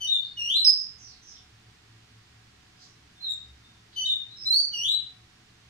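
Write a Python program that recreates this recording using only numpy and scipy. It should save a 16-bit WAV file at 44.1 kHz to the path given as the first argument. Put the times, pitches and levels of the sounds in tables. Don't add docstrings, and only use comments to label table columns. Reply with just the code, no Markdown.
import sys
import numpy as np
from scipy import signal
from scipy.fft import rfft, irfft
from scipy.io import wavfile
from scipy.ndimage import uniform_filter1d

SR = 44100
rng = np.random.default_rng(int(sys.argv[2]) if len(sys.argv) > 2 else 0)


def store_pcm(level_fs):
    pcm = np.round(np.clip(level_fs, -1, 1) * 32767).astype(np.int16)
    wavfile.write(sys.argv[1], SR, np.atleast_2d(pcm).T)


N = 250929
TIME = np.arange(N) / SR
BINS = np.fft.rfftfreq(N, 1 / SR)

# (frequency [Hz], relative density [dB])
HISS_COLOUR = [(260, -35.5), (450, -3.5), (477, -11), (554, -7), (691, -5.5), (723, -5), (778, -4.5),
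               (1090, -5), (1920, -4), (3580, -4.5), (4880, -6.5), (5750, -9), (15500, -30)]
# (frequency [Hz], relative density [dB])
RUMBLE_COLOUR = [(20, -6), (45, -8), (66, -4.5), (85, -6), (112, 5), (140, -5), (200, -4.5), (290, -7.5),
                 (370, -18), (430, -8), (500, -32.5), (1000, -60)]
# (frequency [Hz], correlation [-1 to 1])
LIKENESS = [(60, 0.94), (130, 0.99), (290, 0.83), (640, -0.58), (1410, 0.44), (3100, -0.29), (6820, 0.26),
            (15000, -0.89)]
# (frequency [Hz], left minus right [dB])
BACKGROUND_TILT = [(60, 1.5), (110, -0.5), (200, 0), (380, -1.5), (700, 5), (1290, -4), (2380, -3.5),
                   (4400, -3), (8120, -2.5), (15000, 5)]
# (frequency [Hz], level before the waver [dB])
HUM_LINES = [(70, -69.5), (113, -66.5), (169, -79), (339, -78.5), (737.5, -80.5), (1109, -84.5),
             (1631, -81), (1884, -82)]
# (time [s], level [dB])
BOOM_LEVEL = [(3.43, -63), (3.52, -53.5), (3.6, -63.5), (3.9, -64), (4.15, -67)]
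# (start [s], length [s], level at its middle, before the room [dB])
RUSTLE_EVENT = (2.775, 0.11, -55)
# (frequency [Hz], relative density [dB])
RUSTLE_COLOUR = [(2500, -33), (3900, -2), (4900, 1.5), (6000, -2), (7300, -7), (8500, -25.5), (14000, -43)]
# (delay [ms], left gain, right gain)
NEAR_ECHOES = [(1.9, 0.42, -0.18), (4.3, -0.85, 0.0011), (8.1, 0.18, 0.21), (13.7, -0.23, -0.15)]
# (frequency [Hz], time to fall 60 dB [s])
RING_TIME = [(2500, 0.48), (3700, 0.36), (5200, 0.35), (8000, 0.29), (11000, 0.15), (15000, 0.08)]
# (frequency [Hz], left minus right [dB])
PORT_TILT = [(2900, 2.5), (3650, 2.5), (4100, -1.5), (4500, -3.5), (5200, -7.5), (6000, -6), (7400, -2),
             (9000, 1), (11000, 4), (14000, 4.5)]
# (frequency [Hz], level against the fundamental [dB])
OVERTONE_LEVEL = [(5500, -9), (6100, -14.5), (6800, -28), (7400, -21.5), (8000, -27.5), (9100, -26),
                  (10200, -26.5), (11200, -32), (12300, -30.5), (13600, -34.5), (14200, -40.5),
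                  (15500, -42.5)]
# (frequency [Hz], relative density [dB])
AIR_COLOUR = [(2000, -42), (3200, -7.5), (4500, -8.5), (6300, -0.5), (7300, -3.5), (9000, -10),
              (12000, -26), (16000, -20)]
# (start [s], length [s], first, middle, last pitch [Hz],
# level [dB], swell over the note [dB], overtone offset [dB])
WHISTLE_NOTES = [ (0, 0.056, 3102, 3018, 2922, -32.5, 5, 3.5),
                 (0.065, 0.098, 3627, 3720, 3520, -24, 15, -8),
                 (0.643, .022, 5193, 5257, 5410, -9.5, 3, -3.5),
                 (0.661, 0.047, 4717, 5040, 5367, -10.5, -1, -4.5),
                 (3.144, .05, 3610, 3590, 3570, -60.5, 2.5, -24),
                 (3.198, 0.056, 3970, 4133, 3890, -42.5, 1, -8),
                 (3.235, 0.056, 3902, 3807, 3803, -30, 10, -22),
                 (3.287, 0.042, 3733, 3715, 3584, -31.5, -4.5, 9.5),
                 (3.624, 0.12, 3606, 3650, 3696, -65.5, -8, -12),
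                 (3.954, 0.0973, 3056, 3010, 3070, -32.5, -1, 1),
                 (4.043, .087, 3690, 3730, 3548, -24.5, 7, -8),
                 (4.448, 0.086, 4032, 4055, 4213, -24.5, 11, -2),
                 (4.518, 0.093, 4326, 4460, 4656, -18, 6.5, 2.5), ]
# (start [s], length [s], sweep centre [s], sweep length [s],
# first, low, top pitch [Hz], low level [dB], top level [dB], overtone offset [dB])
SLUR_NOTES = [ (.364, 0.25, .529, .092, 2964, 2795, 4075, -32, -19.5, -1.5),
              (4.72, 0.24, 4.87, .086, 3085, 2812, 3972, -32.5, -23.5, 1.5), ]
# (start [s], length [s], first pitch [Hz], last pitch [Hz],
# level [dB], rasp as rms pitch scatter [Hz])
WHEEZE_NOTES = [ (0.176, 0.17, 4340, 4290, -51.5, 187), (0.713, 0.17, 6300, 5700, -52.5, 280),
                (0.964, .17, 6190, 5200, -48.5, 345), (1.029, 0.18, 4770, 4180, -58.5, 282),
                (1.21, .18, 6120, 5140, -50.5, 338), (1.295, 0.14, 3820, 3270, -61, 277),
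                (2.749, 0.096, 4940, 4880, -65.5, 170), (2.84, 0.099, 5520, 5800, -65.5, 350),
                (3.91, 0.098, 4120, 4270, -53.5, 400), (4.271, 0.11, 3944, 3990, -50, 113),
                (4.355, 0.14, 5250, 5280, -41.5, 146), (4.491, 0.18, 6170, 6100, -45.5, 283), ]

EDGE_HZ = 15700
USUAL_DB = -24
ATTACK_S, RELEASE_S, EDGE_SHARE = 0.017, 0.01, 0.38
BUZZ_BELOW_HZ, BUZZ_FADE_HZ = 3180, 50.3
PURE_DB = -7
DIP_SHARE = 0.56
SAG_HZ_PER_S, SAG_DB_PER_S = 1400, 70.5
SWEEP_STEP = 0.5


def amp(db):
    return 10 ** (np.asarray(db) / 20)


def unit(x):
    return x / np.sqrt(np.mean(x ** 2) + 1e-20)


def read(points, hz):
    f, value = np.transpose(points)
    return np.interp(np.log(hz + 1), np.log(f + 1), value)


def noise(colour):
    spectrum = rfft(rng.standard_normal(N)) * amp(read(colour, BINS))
    return unit(irfft(spectrum, N))


def wander(rate_hz, size=N):
    hz = np.fft.rfftfreq(size, 1 / SR)
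    spectrum = rfft(rng.standard_normal(size)) / (1 + (hz / rate_hz) ** 4)
    return unit(irfft(spectrum, size))


def sine(hz):
    return np.sqrt(2) * np.sin(2 * np.pi * np.cumsum(hz) / SR)


def lean(pair, tilt):
    half_db = read(tilt, BINS) / 2
    return irfft(rfft(pair) * amp([half_db, -half_db]), N)


def add(mix, s, sound):
    part = mix[max(round(s * SR), 0):][:len(sound)]
    part += sound[:len(part)]


def hiss_and_rumble(hiss_db=-60, rumble_db=-63, self_noise_db=-81):
    first, second = (rfft(amp(hiss_db) * noise(HISS_COLOUR) + amp(rumble_db) * noise(RUMBLE_COLOUR))
                     for _ in range(2))
    same = np.clip(read(LIKENESS, BINS), -1, 1)
    right = same * first + np.sqrt(1 - same ** 2) * second
    pair = irfft(np.array([first, right]), N)
    return lean(pair, BACKGROUND_TILT) + amp(self_noise_db) * rng.standard_normal((2, N))


def hum(waver=0.54, drift_hz=0.66):
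    total = np.zeros(N)
    for hz, db in HUM_LINES:
        level = amp(db) * (1 + waver * wander(8.24))
        total += level * sine(hz + drift_hz * wander(3.3))
    return total


def boom(hz=69, drift_hz=1.7):
    s, db = np.transpose(BOOM_LEVEL)
    level = amp(np.interp(TIME, s, db)) * (TIME > s[0]) * (TIME < s[-1])
    return level * sine(hz + drift_hz * wander(7.2))


def rustle(ends_db=-20):
    start, length, level_db = RUSTLE_EVENT
    u = 2 * (TIME - start) / length - 1
    return noise(RUSTLE_COLOUR) * amp(level_db + ends_db * u ** 2) * (abs(u) < 1)


def room(x, direct_db=-3, early_db=-3, tail_db=-2, build_s=0.0088, cluster_db=3, cluster_s=0.037):
    size = SR * 3 // 4
    taps = rng.standard_normal((2, size)) * (rng.random((2, size)) < 0.12)
    hz, t, z = signal.stft(taps, SR, nperseg=256)
    decay = amp(-60 * t / read(RING_TIME, hz)[:, None])
    shape = decay * (1 - np.exp(-t / build_s)) * amp(cluster_db * np.exp(-t / cluster_s))
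    tail = signal.istft(z * shape, SR, nperseg=256)[1]
    response = amp(tail_db) * tail / np.linalg.norm(tail, axis=1, keepdims=True)
    left_lag = 28
    response[[0, 1], [left_lag, 0]] += amp(direct_db)
    for ms, left, right in NEAR_ECHOES:
        response[:, round(ms * SR / 1000)] += amp(early_db) * np.array([left, right])
    return signal.fftconvolve(x[None], response, axes=1)[:, :N]


def edges(t):
    attack, release = np.minimum([ATTACK_S, RELEASE_S], EDGE_SHARE * t[-1])
    ramp = np.clip(np.minimum(t / attack, (t[-1] - t) / release), 0, 1)
    return np.sin(np.pi / 2 * ramp) ** 2


def syrinx(hz, effort_db, overtone_db, rasp_hz, half_db, air, scatter_hz=420, flutter_db=2.0,
           air_db=-40, air_growth=0.39, fifth_db=-20, overtone_growth=0.37, half_slip=0.93, wobble_hz=9):
    size = len(hz)
    scatter, flutter, slip, wobble = (wander(rate, size=2 ** 14)[:size]
                                      for rate in (scatter_hz, 110, 160, 60))
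    buzz = 1 / (1 + np.exp((hz - BUZZ_BELOW_HZ) / BUZZ_FADE_HZ))
    hz = hz + rasp_hz * scatter + wobble_hz * wobble
    effort_db = effort_db + flutter_db * flutter
    phase = 2 * np.pi * np.cumsum(hz) / SR
    half_line = amp(half_db) * buzz * np.sin(phase + phase / 2 + half_slip * slip)
    tone = np.sin(phase) + half_line
    bright_db = overtone_db + overtone_growth * (effort_db - effort_db.mean())
    for k in range(2, 6):
        upper_db = fifth_db * (k > 4) + PURE_DB * (1 - buzz) * (k > 3)
        weight = amp(bright_db + read(OVERTONE_LEVEL, k * hz) + upper_db)
        tone += weight * (k * hz < EDGE_HZ) * np.sin(k * phase)
    hiss = amp(air_db + air_growth * (effort_db - USUAL_DB)) * air[:size]
    return amp(effort_db) * edges(np.arange(size) / SR) * (np.sqrt(2) * tone + hiss)


def wheeze(air, length, first_hz, last_hz, level_db, rasp_hz, ends_db=-13):
    u = np.linspace(-1, 1, round(length * SR))
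    hz = np.linspace(first_hz, last_hz, len(u))
    effort_db = level_db + ends_db * abs(u) ** 1.18
    return syrinx(hz, effort_db, overtone_db=-21.5, rasp_hz=rasp_hz, half_db=-50, air=air)


def whistle(air, length, first_hz, middle_hz, last_hz, level_db, swell_db, overtone_db):
    u = np.linspace(-1, 1, round(length * SR))
    slope, bend = (last_hz - first_hz) / 2, (first_hz + last_hz) / 2 - middle_hz
    hz = middle_hz + slope * u + bend * u ** 2
    rasp_hz = 17 * amp(0.22 * (level_db - USUAL_DB))
    return syrinx(hz, level_db + swell_db * u / 2, overtone_db, rasp_hz, half_db=-17.0, air=air)


def slur(air, length, sweep_at, sweep_s, first_hz, low_hz, top_hz, low_db, top_db, overtone_db):
    t = np.arange(0, length, 1 / SR)
    begin, end = sweep_at - sweep_s / 2, sweep_at + sweep_s / 2
    early = np.minimum(t / begin, 1)
    along = np.clip((t - begin) / sweep_s, 0, 1)
    dip = low_hz + (first_hz - low_hz) * (1 - early / DIP_SHARE) ** 2
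    up = along - SWEEP_STEP * np.sin(4 * np.pi * along) / (4 * np.pi)
    midway = np.sin(np.pi * up)
    held = np.maximum(t - end, 0)
    hz = dip + (top_hz - dip) * up - SAG_HZ_PER_S * held
    effort_db = low_db + (top_db - low_db) * along ** 0.5 - SAG_DB_PER_S * held
    bright_db = overtone_db + 1.0 - 3 * up - 4 * midway
    rasp_hz = 10 + 26 * up + 25 * midway
    return syrinx(hz, effort_db, bright_db, rasp_hz, half_db=-27, air=air)


def bird():
    out, air = np.zeros(N), noise(AIR_COLOUR)
    notes = [(start, whistle, row) for start, *row in WHISTLE_NOTES]
    notes += [(start, wheeze, row) for start, *row in WHEEZE_NOTES]
    notes += [(start, slur, (length, sweep_at - start, *row))
              for start, length, sweep_at, *row in SLUR_NOTES]
    for start, voice, row in notes:
        add(out, start, voice(np.roll(air, -round(start * SR)), *row))
    return out


def scene():
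    close = lean(room(bird() + rustle()), PORT_TILT)
    return close + hiss_and_rumble() + hum() + boom()


def record(dry, threshold_db=-28, squeeze=0.34, recover_db_per_s=40, attack_s=0.022):
    power = uniform_filter1d((dry ** 2).mean(0), size=500)
    power_db = 10 * np.log10(abs(power) + 1e-12)
    cut_db = squeeze * np.maximum(power_db - threshold_db, 0)
    fall = TIME * recover_db_per_s
    held_db = np.maximum.accumulate(cut_db + fall) - fall
    keep = np.exp(-1 / (attack_s * SR))
    smooth_db = signal.lfilter([1 - keep], [1, -keep], held_db)
    ducked = dry * amp(-smooth_db)
    low_pass = signal.firwin(601, EDGE_HZ, window=("kaiser", 9), fs=SR)
    return signal.oaconvolve(ducked, low_pass[None], "same", axes=1)


dry = scene()
out = record(dry)
store_pcm(out)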